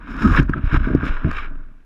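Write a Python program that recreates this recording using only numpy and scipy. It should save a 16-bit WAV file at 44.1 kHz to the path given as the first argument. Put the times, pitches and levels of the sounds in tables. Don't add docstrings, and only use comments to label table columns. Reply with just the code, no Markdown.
import sys
import numpy as np
from scipy import signal
from scipy.fft import rfft, irfft
from scipy.io import wavfile

SR = 44100
rng = np.random.default_rng(int(sys.argv[2]) if len(sys.argv) > 2 else 0)


def dump(signal):
    limited = np.clip(np.atleast_2d(signal).T, -1, 1)
    pcm = np.round(limited * 32767).astype(np.int16)
    wavfile.write(sys.argv[1], SR, pcm)


N = 81585
T = np.arange(N) / SR


def amp(db):
    return 10 ** (np.asarray(db) / 20)


def unit(x):
    return x / np.sqrt(np.mean(x ** 2) + 1e-20)


def curve(rows, column=1):
    rows = np.array(rows)
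    return np.interp(T, rows[:, 0], rows[:, column])


def add(mix, start_s, sound):
    part = mix[max(round(start_s * SR), 0):][:len(sound)]
    part += sound[:len(part)]


def colour(x, spectrum):
    hz, db = np.transpose(spectrum)
    size = 8192
    bins_hz = abs(np.fft.fftfreq(size, 1 / SR))
    log_gain = np.log(amp(np.interp(np.log(bins_hz + 1), np.log(hz + 1), db)))
    response = np.exp(np.conj(signal.hilbert(log_gain)))
    taps = np.fft.ifft(response).real[:size // 2]
    return signal.fftconvolve(x, taps)[:len(x)]


def below(x, hz):
    return signal.sosfiltfilt(signal.butter(4, hz, fs=SR, output="sos"), x)


def drift(hz):
    passband = np.fft.rfftfreq(N, 1 / SR) < hz
    return unit(irfft(rfft(rng.standard_normal(N)) * passband, N))


def impacts(per_s, spread_db):
    size = amp(spread_db * np.minimum(rng.exponential(1, N), 4))
    return unit(size * rng.choice([-1, 1], N) * (rng.random(N) < per_s / SR))


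def push(contact_s):
    t = np.arange(0, 2 * contact_s, 1 / SR) - contact_s
    return np.exp(-(np.pi * t / contact_s) ** 2)


def airframe(force):
    # f/Hz, level/dB, t60/s
    modes = [(74, -12, 0.3), (131.5, -4.5, 0.099), (161.8, -8, 0.094), (221, -6, 0.1), (256, -7, 0.098),
             (273.4, -4.5, 0.1), (306.3, -6, 0.062), (404, -4.5, 0.0055), (618.4, -4, 0.058)]
    t = T[:SR // 2]
    ring = sum(amp(db - 60 * t / t60_s) * np.sin(2 * np.pi * hz * t) for hz, db, t60_s in modes)
    return signal.fftconvolve(force, ring)[:N]


def hull(force):
    # f/Hz, gain/dB
    skin_spectrum = [(470, -41), (800, -18.5), (984, -6), (1240, -1.5), (1640, 0.5), (1730, -6), (1880, -9),
                     (2000, -19), (2120, -11.5), (2340, -11.5), (2810, -16.5), (3330, -22.5), (3910, -23),
                     (4310, -38.5), (5240, -28.5), (5920, -39), (7190, -39.5), (7930, -48), (11900, -49.5),
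                     (13400, -55.5), (14800, -63)]
    # f/Hz, gain/dB
    hollow_spectrum = [(150, -17), (400, -9), (620, -13.5), (850, -21.5), (2000, -75)]
    # f/Hz, bandwidth/Hz, gain/dB
    resonances = [(1444, 16, -4), (1980, 22, -1.5), (2270, 21, -6.5), (2790, 22, -8), (3790, 48, -6.5),
                  (5280, 180, -3), (6700, 200, -8.5)]
    skin = colour(force, skin_spectrum) + colour(force, hollow_spectrum)
    rings = sum(amp(db) * signal.lfilter(*signal.iirpeak(hz, hz / width_hz, fs=SR), skin)
                for hz, width_hz, db in resonances)
    return skin + rings


def tussock_bumps():
    # t/s, peak push (+ up, - down), contact/s
    blows = [(.222, -0.25, .0036), (0.251, 0.77, 0.0047), (0.259, -0.57, 0.0046), (.2655, 0.99, 0.0045),
             (0.272, -0.46, 0.0075), (0.282, 0.68, 0.0075), (0.312, 0.85, 0.0065), (0.3201, -0.67, 0.0095),
             (0.335, 0.52, .013), (0.347, -.4, 0.0083), (0.3894, 0.654, 0.0044), (0.3946, 0.99, .004),
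             (.3995, -1.06, 0.0046), (.41, 0.85, 0.0076), (0.497, 0.81, 0.0039), (0.58, 0.35, 0.0051),
             (0.643, 0.71, 0.009), (0.655, -0.28, 0.013), (0.673, 0.54, 0.014), (.731, 0.7, .006),
             (0.7443, 0.57, .003), (.749, -0.59, 0.0043), (0.773, 0.89, 0.011), (0.8737, 0.29, .0025),
             (0.9048, 0.38, 0.0027), (0.914, 0.61, 0.0035), (0.9506, -1.2, 0.0027), (1.033, -0.25, 0.0026),
             (1.04, -0.26, 0.0039), (1.103, -0.41, 0.018), (1.2478, -0.36, 0.0035), (1.2515, 0.84, 0.0062),
             (1.2658, 0.52, 0.0058)]
    ring_db = -7
    shove, force = np.zeros(N), np.zeros(N)
    for centre_s, peak, contact_s in blows:
        pulse = push(contact_s)
        add(shove, centre_s - contact_s, peak * pulse)
        add(force, centre_s - contact_s, peak * pulse / pulse.sum())
    return shove - amp(ring_db) * airframe(force)


def grass_scrape():
    # t/s, level/dB, upper mids/dB re low band, treble/dB re low band
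    levels = [(.02, -45.5, -13, -34), (.068, -47, -3, -28), (.078, -42, -9.5, -28), (.11, -36.5, -11, -20),
              (.16, -35.5, -13, -27.5), (.214, -32, -7.5, -19.5), (.224, -25.5, -11.5, -19),
              (.27, -28.5, -12, -19.5), (.35, -22, -15.5, -26), (.376, -19, -3, -26.5),
              (.399, -22, -3.5, -22.5), (.406, -28, -15.5, -26), (.44, -40.5, -12, -29),
              (.475, -53.5, -9, -33), (.488, -40, -20, -39), (0.555, -40.5, -10, -36.5),
              (0.583, -38, -12, -47), (0.601, -44.5, -10, -43), (0.659, -40.5, -6, -29),
              (.71, -32, -7.5, -33), (.735, -24, -10.5, -27.5), (0.767, -25, -8.5, -31.5),
              (0.777, -35.5, -10, -26), (0.785, -41.5, -8, -30), (.838, -36.5, -11, -31),
              (0.844, -30, -7, -33), (0.879, -34, -14.5, -32), (0.991, -37, -12.5, -38),
              (1.041, -29, -14, -32), (1.059, -29.5, -6.5, -27), (1.088, -30, -5, -22.5),
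              (1.1, -34, -7, -28), (1.23, -37.5, -11.5, -34), (1.333, -33.5, -7, -29), (1.387, -37, 3, -18),
              (1.41, -38.5, -0.5, -24.5), (1.46, -39, -7.5, -32.5), (1.52, -49.5, -16, -39.5),
              (1.85, -69, -6, -23)]
    mid_hz, treble_hz = 1863, 4050
    gain_db, flutter_db, crackle_db = -1, 2, -12
    flicks = impacts(per_s=3500, spread_db=0.5)
    rub = 0.85 * rng.standard_normal(N)
    skin = hull((flicks + rub) * amp(flutter_db * drift(hz=112.5)))
    low, low_and_mid = below(skin, mid_hz), below(skin, treble_hz)
    mids = unit(low_and_mid - low)
    crackle = np.diff(hull(impacts(per_s=200, spread_db=7.5)), prepend=0)
    crackle = unit(crackle - below(crackle, treble_hz))
    treble = unit(unit(skin - low_and_mid) + amp(crackle_db) * crackle)
    bands = unit(low) + amp(curve(levels, column=2)) * mids + amp(curve(levels, column=3)) * treble
    return amp(gain_db + curve(levels)) * bands


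def wind_buffet():
    # t/s, level/dB
    levels = [(0, -36.5), (.2, -29.5), (.28, -15.5), (.4, -15), (.5, -22.5), (.6, -37), (.68, -28.5),
              (.78, -18.5), (1.04, -24.5), (1.2, -47), (1.3, -35.5), (1.45, -37), (1.85, -61)]
    # f/Hz, density/dB
    spectrum = [(12, -31.5), (25, 0), (40, -0.5), (70, -9.5), (110, -27.5), (250, -42), (800, -86)]
    gusts = below(colour(rng.standard_normal(N + SR), spectrum), hz=700)
    return amp(curve(levels)) * unit(gusts[SR:])


def ground_shudder():
    # t/s, level/dB
    levels = [(0, -50), (.08, -34), (.2, -32.5), (.255, -14), (.36, -27), (.4, -19.5), (.45, -36),
              (.52, -37.5), (.59, -27), (.69, -41.5), (.745, -25.5), (.8, -39), (.92, -19.5), (1.01, -33),
              (1.05, -26.5), (1.2, -49), (1.27, -19.5), (1.35, -48), (1.5, -42.5), (1.85, -63.5)]
    grounded_s, settle_s = 0.45, 0.14
    body = airframe(impacts(per_s=810, spread_db=4.5))
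    soft = unit(signal.fftconvolve(body - below(body, hz=155), push(contact_s=0.003), "same"))
    hard = unit(signal.fftconvolve(body - below(body, hz=94), push(contact_s=0.0017), "same"))
    load = np.clip((T - grounded_s) / settle_s + 0.5, 0, 1)
    return amp(curve(levels)) * ((1 - load) * soft + load * hard)


def knocks_and_ticks():
    # t/s, knock drive/dB, tick drive/dB
    bursts = [(.072, -15, -43), (.167, -25, -31), (0.223, -10, -40), (.374, -10, -40), (.387, -12.5, -32),
              (.3985, -12, -21), (.41, -18.5, -28), (0.43, -23, -26), (.465, -43, -46), (.504, -29, -36.5),
              (.647, -34, -37), (.4945, -8.5, -28.5), (0.4974, -12, -31.5), (0.5326, -7, -40),
              (0.581, -29, -39), (0.654, -26, -34), (.666, -25.5, -34), (.773, -16, -22),
              (.843, -13.5, -45), (0.95, -27, -26), (1.028, -8, -44), (1.0528, -23, -25), (1.061, -17, -25),
              (1.245, -6.5, -56.5), (1.314, 0, -20.5), (1.33, -24.5, -33), (1.336, -15, -30),
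              (1.555, -24.5, -71)]
    # f/Hz, gain/dB
    tick_spectrum = [(1500, -29.5), (4600, -6.5), (8000, -21.5), (12500, -27), (15000, -32)]
    decay_s = 0.0013
    t = T[:SR // 20]
    knock, tick = np.zeros(N), np.zeros(N)
    for start_s, knock_db, tick_db in bursts:
        burst = np.exp(-t / decay_s) * rng.standard_normal(len(t))
        add(knock, start_s, amp(knock_db) * burst)
        add(tick, start_s, amp(tick_db) * burst)
    return below(hull(knock), hz=3620) + colour(tick, tick_spectrum)


def blade_squeaks():
    # t/s, peak/dB, f/Hz, length/s, fall over that length/Hz
    squeaks = [(0.257, -18, 1272, 0.034, 30), (0.302, -20, 1223, 0.01, 36),
               (0.377, -8.5, 1672, 0.0063, 100), (0.5373, -14, 1601, 0.0042, 136),
               (0.54, -18, 1323, 0.0087, 180), (0.58, -32, 1327, 0.025, 40),
               (0.846, -25, 1498, 0.0141, 180), (1.389, -27.5, 1205, 0.036, 134),
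               (1.388, -28.5, 2340, 0.013, 60), (1.44, -41.5, 2330, 0.05, 18)]
    jitter_hz, overtone_db = 53, -31
    sound = np.zeros(N)
    for centre_s, db, hz, length_s, fall_hz in squeaks:
        progress = np.clip((T - centre_s) / length_s, -2, 2)
        pitch_hz = hz + jitter_hz * drift(hz=406) - fall_hz * progress
        phase = 2 * np.pi * np.cumsum(pitch_hz) / SR
        envelope = amp(db) * np.exp(-(2 * progress) ** 2)
        sound += envelope * (np.sin(phase) + amp(overtone_db) * np.sin(2 * phase))
    return sound


def wing_flap():
    # t/s, level/dB
    levels = [(1.09, -10), (1.21, -25), (1.568, -23.5), (1.85, -47.5)]
    start_s, flap_hz = levels[0][0], 19.4
    rate_hz = flap_hz * (1 + 0.038 * drift(hz=10))
    swing = np.sin(2 * np.pi * np.cumsum(rate_hz) / SR)
    onset = np.clip((T - start_s) * flap_hz, 0, 1)
    return amp(curve(levels)) * unit(swing) * onset


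def microphone_hiss():
    # f/Hz, density/dB
    spectrum = [(100, 0), (1500, -9.5), (4000, -22.5), (15000, -32)]
    return amp(db=-68) * unit(colour(rng.standard_normal(N), spectrum))


def scene():
    mix = tussock_bumps() + grass_scrape() + wind_buffet() + ground_shudder()
    mix += knocks_and_ticks() + blade_squeaks() + wing_flap() + microphone_hiss()
    return mix[None]


def record(dry):
    low_cut_hz, top_hz = 10.2, 14400
    cut = signal.sosfilt(signal.butter(1, low_cut_hz, "high", fs=SR, output="sos"), dry)
    band_limit = signal.firwin(255, top_hz, window=("kaiser", 9), fs=SR)
    return signal.oaconvolve(np.clip(cut, -1, 1), band_limit[None], "same")


dry = scene()
out = record(dry)
dump(out)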